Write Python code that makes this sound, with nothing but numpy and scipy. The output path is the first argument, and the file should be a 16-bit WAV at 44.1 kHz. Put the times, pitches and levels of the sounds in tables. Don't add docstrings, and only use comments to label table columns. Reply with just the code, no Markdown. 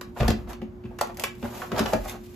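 import sys
import numpy as np
from scipy import signal
from scipy.fft import rfft, irfft, next_fast_len
from scipy.io import wavfile
from scipy.ndimage import map_coordinates

SR = 44100
rng = np.random.default_rng(int(sys.argv[2]) if len(sys.argv) > 2 else 0)


def wrap_up_sound(samples):
    columns = np.atleast_2d(samples).T
    tamed = np.clip(columns, -1, 1)
    steps = np.round(tamed * 32767).astype(np.int16)
    wavfile.write(sys.argv[1], SR, steps)


N = 103635

HUM_PARTIALS = [(119, -56.5), (236, -52), (359.8, -47)]
AIR_SPECTRUM = [(20, -61), (45, 5.5), (70, 2), (110, 3), (155, -3.5), (220, 6), (300, -7), (450, -11),
                (800, -15), (1500, -24), (3000, -36), (6000, -43), (15000, -48)]
ROOM_DECAY = [(100, 0.6), (500, 0.25), (2500, 0.26), (7000, 0.19), (14000, 0.13)]
ROOM_SPECTRUM = [(60, -11), (250, -4), (700, -1.5), (2500, -1.5), (7000, -4), (14000, -5.5)]
ROOM_COHERENCE = [(70, 0.91), (250, 0.81), (500, 0.031), (4000, 0.049), (6500, 0.94), (9000, 1)]
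DIRECT_COHERENCE = [(70, 0.97), (250, 0.88), (1000, 1), (3000, 0.66), (6000, 0), (9000, 0.99)]
PORT_LEAD = [(4500, 0), (5500, -1), (6900, .5), (8300, 2.7), (9200, 3.14), (10100, 3.5), (11500, 6),
             (13200, 6.5), (14900, 9.3)]

SHUDDER_SWELLS = [(.26, 0.033, -28), (.38, 0.076, -42), (2.04, 0.14, -37.5)]
SHUDDER_SPECTRUM = [(20, -9), (45, 11.5), (72, -7), (110, -38), (250, -41.5)]
RUSTLE_ENVELOPE = [(.14, -72.5), (.19, -47.5), (.3, -73), (0.471, -74), (0.5, -42), (0.6, -96), (.96, -70),
                   (1.08, -64.5), (1.389, -60.5), (1.46, -51.5), (1.56, -44), (1.689, -53), (1.789, -45.5),
                   (1.92, -44), (2.0, -55.5), (2.089, -41.5), (2.199, -66.5), (2.24, -58), (2.35, -57)]
CREASE_SNAPS = [(1.072, -41), (1.145, -48), (1.171, -34), (1.1967, -24.5), (1.2209, -35), (2.096, -29.5)]
FILM_SPECTRUM = [(500, -46), (2000, 8), (5000, 3.5), (8000, 4.5), (12000, 3), (15000, 3)]
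SCRAPE_SWELLS = [(0.175, 0.011, -35), (0.222, 0.021, -34), (0.258, 0.011, -34), (0.363, 0.1, -52.5),
                 (.478, 0.0044, -43), (.51, 0.021, -40), (0.93, 0.04, -56.5), (1.1, 0.0094, -38.5),
                 (1.2, 0.026, -40.5), (1.45, 0.016, -36.5), (1.559, 0.069, -41.5), (1.635, 0.02, -41.5),
                 (1.785, 0.054, -31), (1.893, 0.022, -38.5), (1.929, 0.0052, -30), (2.081, 0.046, -42),
                 (2.147, 0.02, -44)]
SCRAPE_SPECTRUM = [(200, -2.5), (450, 3), (720, 7), (1000, 1.5), (1500, -4.5), (2200, -12), (5000, -26),
                   (15000, -37)]

LANDINGS = [(.204, -15.5, -18), (0.227, -25, -24.5), (0.2843, -20.5, -12.5), (0.623, -50, -24.5),
            (0.844, -36, -29), (1.432, -36.5, -22.5), (1.724, -32, -19), (1.803, -27, -14.5),
            (1.938, -28.5, -18)]
COUNTER_MODES = [(47.73, -13, 1), (67.4, -3, 0.44), (114, 1.5, 0.21)]
HOUSING_MODES = [(218, -3, 0.076), (224.8, -4, 0.13), (276.3, -12, 0.19), (347.4, -1, 0.05),
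                 (515, -6.5, 0.04)]
SHELL_HITS = [(.202, .005, -17, 635), (.229, 0.0012, -23.5, 543), (.282, 0.0019, -21, 504),
              (.305, 0.0015, -25, 544), (.618, 0.002, -37, 694), (.911, 0.00083, -40, 780),
              (1.0127, 0.00052, -18.5, 763), (1.744, 0.0056, -19, 550), (1.784, 0.0046, -13.5, 620),
              (1.856, 0.0032, -23, 710), (1.9338, 0.0014, -11.5, 578), (2.058, 0.0012, -26, 647)]
SHELL_MODES = [(508, -1), (560, -2.5), (610, 4.5), (690, 2), (745, -0.5), (835, -1.5), (1075, -2)]
# t/s, rise/s, latch level/dB, crack level/dB, crack cutoff f/Hz, latch pitch f/Hz
LID_CONTACTS = [ (0.0118, 0.0003, -34, -32, 7600, 1240), (.208, 0.0072, -26.5, -26, 3130, 2650),
                (.231, 0.0026, -28, -27, 2200, 2190), (.281, 0.00087, -24.5, -17, 5040, 1700),
                (.305, 0.00199, -27.5, -24, 5800, 2380), (0.532, 0.0013, -42.5, -38.5, 6970, 2240),
                (.618, 0.0012, -45, -40.5, 2600, 3000), (0.838, 0.0011, -52, -60, 4000, 3170),
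                (0.854, 0.00063, -44.5, -65, 4030, 2660), (0.9886, 0.0013, -31, -33.5, 7800, 2070),
                (1.0118, 0.00068, -24, -20, 7900, 1190), (1.238, 0.00066, -18.5, -19.5, 13500, 2520),
                (1.4281, 0.0009, -52, -33.5, 2480, 2000), (1.6185, 0.00085, -24.5, -40, 2200, 1460),
                (1.7182, 0.00072, -29, -26.5, 3000, 1290), (1.764, 0.0018, -41, -30.5, 3200, 1400),
                (1.785, 0.0054, -35, -25, 5030, 1700), (1.794, 0.0017, -19, -20, 6050, 1410),
                (1.861, 0.0027, -22.5, -25, 3760, 1600), (1.934, 0.0012, -22.5, -24.5, 6700, 1680),
                (2.058, 0.00079, -36, -43, 3020, 1420)]
LATCH_MODES = [(1110, 8.5), (1310, 0.5), (1480, 1.5), (1700, 0), (1950, -4), (2340, -4.5), (2650, -1.5),
               (2910, -8.5), (3450, -7), (4610, -7.5), (7100, -14)]
CRACK_SPECTRUM = [(50, -35), (500, 5.5), (1500, -3), (3500, -4.5), (7000, -4.5), (14000, -1)]


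def amp(db):
    return 10 ** (np.asarray(db) / 20)


def unit(x):
    return x / np.sqrt(np.mean(x ** 2) + 1e-20)


def along(points, hz):
    f, v = np.transpose(points)
    return np.interp(np.log(hz + 1), np.log(f + 1), v)


def wobble(knots_per_s):
    knots = rng.standard_normal(int(N * knots_per_s / SR) + 4)
    return map_coordinates(knots, [np.arange(N) * knots_per_s / SR])


def swells(rows):
    t = np.arange(N) / SR
    return sum(amp(db) * np.exp(-((t - centre_s) / half_s) ** 2) for centre_s, half_s, db in rows)


def filtered(x, response):
    n = x.shape[-1]
    padded = next_fast_len(n + 8192)
    return irfft(rfft(x, padded) * response(np.fft.rfftfreq(padded, 1 / SR)), padded)[..., :n]


def coloured(x, spectrum):
    return unit(filtered(x, lambda hz: amp(along(spectrum, hz))))


def spread(pair, coherence):
    angle = lambda hz: np.arccos(np.clip(along(coherence, hz), -1, 1)) / 2
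    mid, side = filtered(pair, lambda hz: np.array([np.cos(angle(hz)), np.sin(angle(hz))]))
    return np.array([mid + side, mid - side])


def add(track, at_s, sound):
    start = round(at_s * SR)
    part = track[:, max(start, 0):max(start + sound.shape[1], 0)]
    part += sound[:, max(-start, 0):][:, :part.shape[1]]


def grains(per_s, scatter_db):
    chance, size = rng.random(N), rng.standard_normal(N)
    return (chance < per_s / SR) * amp(scatter_db * np.minimum(size, 2)) * rng.choice([-1, 1], (2, N))


def struck(modes, pitch_hz, db_per_octave, t60_s):
    return [(hz, db - db_per_octave * abs(np.log2(hz / pitch_hz)), t60_s) for hz, db in modes]


def ring(modes, t, rise_s, blur_hz, scatter_db=1):
    hz, db, t60_s = np.transpose(modes)[:, :, None]
    age_s = np.maximum(t, 0)
    steps = rng.standard_normal((len(hz), len(t))) * (t > 0)
    phase = 2 * np.pi * hz * age_s + np.cumsum(steps, axis=1) * np.sqrt(2 * np.pi * blur_hz / SR)
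    gain = amp(db + scatter_db * rng.standard_normal(db.shape)) / np.sqrt(np.sum(amp(db) ** 2) / 2)
    ringing = np.sum(gain * np.exp(1j * phase - np.log(1000) * age_s / t60_s), axis=0)
    return np.array([ringing.imag, ringing.real]) * (1 - np.exp(-age_s / rise_s))


def room_air(level_db=-45):
    return amp(level_db) * spread(coloured(rng.standard_normal((2, N)), AIR_SPECTRUM), ROOM_COHERENCE)


def appliance_hum():
    t = np.arange(N) / SR
    hum = sum(np.sqrt(2) * amp(db) * np.sin(2 * np.pi * hz * t + wobble(5.32)) for hz, db in HUM_PARTIALS)
    return hum * amp([[-1], [1]])


def room_tail(x, build_s=0.0013, block=SR // 5):
    out = np.zeros((2, N))
    for start in range(0, N, block):
        hz, t, noise = signal.stft(rng.standard_normal((2, SR // 2)), SR, nperseg=256)
        decay = np.exp(-np.log(1000) * t / along(ROOM_DECAY, hz)[:, None]) * (1 - np.exp(-t / build_s))
        decay /= np.linalg.norm(decay, axis=1, keepdims=True)
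        tail = signal.istft(noise * decay, SR, nperseg=256)[1]
        tail /= np.linalg.norm(tail[0])
        add(out, start / SR, signal.fftconvolve(x[None, start:start + block], tail, axes=1))
    return spread(filtered(out, lambda hz: amp(along(ROOM_SPECTRUM, hz))), ROOM_COHERENCE)


def counter_shudder():
    return swells(SHUDDER_SWELLS) * coloured(rng.standard_normal(N), SHUDDER_SPECTRUM)


def bag_rustle(crinkle_db=-8.5):
    level_db = np.interp(np.arange(N) / SR, *np.transpose(RUSTLE_ENVELOPE))
    hiss = rng.standard_normal((2, N))
    crinkles = amp(crinkle_db) * unit(grains(per_s=360, scatter_db=-12))
    flutter_db = 2.2 * wobble(90) + wobble(12)
    return amp(level_db + flutter_db) * coloured(hiss + crinkles, FILM_SPECTRUM)


def bag_snaps(t60_s=0.028):
    out, t = np.zeros((2, N)), np.arange(SR // 20) / SR
    decay = np.exp(-np.log(1000) * t / t60_s)
    for at_s, db in CREASE_SNAPS:
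        add(out, at_s, amp(db) * decay * coloured(rng.standard_normal((2, len(t))), FILM_SPECTRUM))
    return out


def lid_scrapes():
    return swells(SCRAPE_SWELLS) * coloured(grains(per_s=2800, scatter_db=-2.5), SCRAPE_SPECTRUM)


def lid_thumps(rise_s=0.0023, blur_hz=3):
    out, t = np.zeros((2, N)), np.arange(SR // 2) / SR
    for at_s, boom_db, thud_db in LANDINGS:
        boom = amp(boom_db) * ring(COUNTER_MODES, t, rise_s, blur_hz)
        thud = amp(thud_db) * ring(HOUSING_MODES, t, rise_s, blur_hz)
        add(out, at_s, boom + thud)
    return out


def shell_knocks():
    out, t = np.zeros((2, N)), np.arange(SR // 5) / SR
    for at_s, rise_s, db, pitch_hz in SHELL_HITS:
        modes = struck(SHELL_MODES, pitch_hz, db_per_octave=29, t60_s=0.052)
        add(out, at_s, amp(db) * ring(modes, t, rise_s, blur_hz=9.1))
    return out


def latch_clacks(crack_t60_s=0.028):
    out, t = np.zeros((2, N)), np.arange(-SR // 50, SR // 6) / SR
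    for at_s, rise_s, latch_db, crack_db, cutoff_hz, pitch_hz in LID_CONTACTS:
        response = lambda hz: amp(along(CRACK_SPECTRUM, hz)) / np.hypot(1, (hz / cutoff_hz) ** 2)
        envelope = np.exp(np.minimum(t, 0) / rise_s - np.log(1000) * np.maximum(t, 0) / crack_t60_s)
        crack = envelope * unit(filtered(rng.standard_normal((2, len(t))), response))
        modes = struck(LATCH_MODES, pitch_hz, db_per_octave=10.5, t60_s=0.042)
        latch = ring(modes, t + rise_s / 2, rise_s, blur_hz=70)
        add(out, at_s + t[0], amp(crack_db) * crack + amp(latch_db) * latch)
    return out


def scene():
    close = latch_clacks() + shell_knocks() + lid_thumps() + lid_scrapes() + bag_rustle() + bag_snaps()
    in_room = spread(close, DIRECT_COHERENCE) + room_tail(close[0])
    return in_room + counter_shudder() + appliance_hum() + room_air()


def record(dry, low_cut_hz=40, treble_edge_hz=14800, top_hz=15700):
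    half_lead_rad = lambda hz: np.interp(hz, *np.transpose(PORT_LEAD)) * np.array([[0.5], [-0.5]])
    lowpass = lambda hz: (hz < top_hz) / np.hypot(1, (hz / treble_edge_hz) ** 20)
    highpassed = signal.sosfilt(signal.butter(3, low_cut_hz, "highpass", fs=SR, output="sos"), dry)
    return filtered(highpassed, lambda hz: np.exp(1j * half_lead_rad(hz)) * lowpass(hz))


dry = scene()
out = record(dry)
wrap_up_sound(out)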